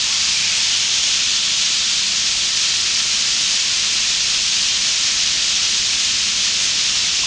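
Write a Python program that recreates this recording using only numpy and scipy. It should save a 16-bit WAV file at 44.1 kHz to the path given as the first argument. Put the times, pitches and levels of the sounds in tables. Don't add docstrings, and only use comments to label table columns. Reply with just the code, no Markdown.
import sys
import numpy as np
from scipy import signal
from scipy.fft import rfft, irfft, next_fast_len
from scipy.io import wavfile
from scipy.ndimage import map_coordinates

SR = 44100
rng = np.random.default_rng(int(sys.argv[2]) if len(sys.argv) > 2 else 0)


def wav_record(signal):
    frames = np.transpose(np.atleast_2d(signal))
    bounded = np.clip(frames, -1, 1)
    quanta = np.round(bounded * 32767).astype(np.int16)
    wavfile.write(sys.argv[1], SR, quanta)


N = 320166
TIME = np.arange(N) / SR


def amp(db):
    return 10 ** (np.asarray(db) / 20)


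def unit(x):
    return x / np.sqrt(np.mean(x ** 2) + 1e-20)


def wobble(rate):
    knots = rng.standard_normal(int(N * rate / SR) + 4)
    grid = np.linspace(0, TIME[-1], 4000)
    return np.interp(TIME, grid, map_coordinates(knots, [grid * rate]))


def passing(at_s, half_s):
    return np.exp(-.5 * ((TIME - at_s) / half_s) ** 2)


def filtered(x, response):
    size = next_fast_len(N + SR // 2)
    return irfft(rfft(x, size) * response(np.fft.rfftfreq(size, 1 / SR)), size)[:N]


def coloured(x, spectrum):
    size = 2 ** 14
    hz, db = np.transpose(spectrum)
    curve_db = np.interp(np.log(np.fft.rfftfreq(size, 1 / SR) + 1), np.log(hz + 1), db)
    cepstrum = irfft(np.log(amp(curve_db)))
    cepstrum[1:size // 2] *= 2
    cepstrum[size // 2 + 1:] = 0
    impulse_response = irfft(np.exp(rfft(cepstrum)))
    return unit(signal.fftconvolve(x, impulse_response)[:N])


def resonant(x, hz, width_hz):
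    return unit(filtered(x, lambda f: (2j * f * width_hz / (hz * hz - f * f + 2j * f * width_hz)) ** 2))


def impacts(rate, spread_db):
    count = rng.poisson(np.broadcast_to(rate / SR, N))
    return np.sqrt(count) * rng.choice([-1, 1], N) * amp(-spread_db * rng.random(N))


def hall(x, wet_db, fade_s):
    keep = np.exp(-np.log(1e6) / (fade_s * SR))
    energy = signal.lfilter([1 - keep], [1, -keep], unit(x) ** 2, zi=[keep])[0]
    return unit(x) + amp(wet_db) * np.sqrt(energy) * rng.standard_normal(N)


def workshop():
    # frequency in Hz, relative level in dB.
    rumble_colour = [(10, -11), (25, -4), (60, 4.5), (75, -2.5), (120, 0), (145, -1), (215, -1.4),
                     (300, -5), (450, -11), (800, -12), (2000, -36.5)]
    # pitch in Hz, base level in dB.
    machine_tones = [(95, -58), (188.4, -54.5), (212, -57), (360, -62), (379, -63)]
    rumble = coloured(rng.standard_normal(N), rumble_colour)
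    rumble_db = -45 + 0.4 * TIME
    hum = 0
    for hz, db in machine_tones:
        peak = np.sqrt(2) * amp(db + 2.6 * wobble(6))
        hum += peak * np.sin(2 * np.pi * hz * TIME + 1.27 * wobble(14))
    loud_at_s, loud_every_s = 2.8, 3.6
    hum_db = -0.1 + 2 * np.cos(2 * np.pi * (TIME - loud_at_s) / loud_every_s)
    return amp(rumble_db) * rumble + amp(hum_db) * hum


def knock():
    # start in seconds, pitch in Hz, band width in Hz, level in dB, seconds to fade by 60 dB.
    knocks = [(7.233, 1140, 250, -20.5, 0.036)]
    out = np.zeros(N)
    for start_s, hz, width_hz, db, fade_s in knocks:
        age = np.maximum(TIME - start_s, 0)
        rise = 1 - np.exp(-age / 0.0016)
        fall = np.exp(-np.log(1000) * age / fade_s)
        out += amp(db) * rise * fall * resonant(rng.standard_normal(N), hz, width_hz)
    return out


def ringing():
    # pitch in Hz, band width in Hz, base level in dB.
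    steel_notes = [(723, 40, -59), (908, 41, -55.5), (1050, 46, -52), (1142, 35, -53.5), (1332, 57, -48.5),
                   (1805, 80, -46.5)]
    # loudest
    # moment in seconds, half duration in seconds, pitch in Hz, band width in Hz, highest level in dB.
    hiss_bands = [(.15, 0.19, 1050, 190, -43), (.45, .55, 88, 40, -48), (.5, 0.49, 910, 50, -50),
                  (0.453, 0.13, 2400, 230, -29), (0.748, .17, 3020, 398, -32.5),
                  (1.3, 0.7, 3420, 400, -30.5), (6.9, 0.19, 1090, 216, -47)]
    patter, noise = impacts(rate=8000, spread_db=8.5), rng.standard_normal(N)
    ring = sum(amp(db) * resonant(patter, hz, width_hz) for hz, width_hz, db in steel_notes)
    bands = sum(amp(db) * passing(at_s, half_s) * resonant(noise, hz, width_hz)
                for at_s, half_s, hz, width_hz, db in hiss_bands)
    over_pots_db = 2 * passing(at_s=3.3, half_s=1.4)
    return amp(over_pots_db) * ring + bands


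def wall_echo(x):
    near_ms, far_ms, retreat_s = 0.45, 0.2, 1.28
    delay_ms = far_ms + (near_ms - far_ms) * np.exp(-TIME / retreat_s)
    echo = map_coordinates(x, [(TIME - delay_ms / 1000) * SR])
    return x + .075 * passing(at_s=1.2, half_s=0.72) * echo


def seeds():
    # frequency in Hz, relative level in dB.
    rolling_colour = [(250, -32), (500, -22), (680, -18.5), (830, -22.5), (960, -17.5), (1400, -12.5),
                      (2000, -8), (2500, -2), (3200, 0.8), (5300, 1.28), (6600, -0.5), (7200, -5.5),
                      (7900, -15.5), (10000, -42)]
    # frequency in Hz, relative level in dB.
    tick_colour = [(500, -29.5), (2000, -6), (3200, 0), (5000, 6), (6800, 3), (8000, -1), (8900, -3.5),
                   (9500, -10.5), (10100, -35)]
    soft_hits = impacts(rate=24000, spread_db=9.5)
    rolling = coloured(hall(soft_hits, wet_db=-2, fade_s=.6), rolling_colour)
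    clumps = amp(2.2 * wobble(30) + 1.2 * wobble(9))
    hard_hits = impacts(rate=800 * clumps, spread_db=10)
    bouncing = coloured(hall(hard_hits, wet_db=1, fade_s=0.96), tick_colour)
    flow_db = -18.5 + 0.39 * wobble(21.94) + .18 * wobble(60)
    return amp(flow_db) * (amp(0.22) * rolling + amp(-10) * bouncing)


def scene():
    return (wall_echo(seeds()) + ringing() + knock() + workshop())[None]


def record(dry):
    top_hz = 10150
    return np.array([filtered(x, lambda hz: hz < top_hz) for x in dry])


dry = scene()
out = record(dry)
wav_record(out)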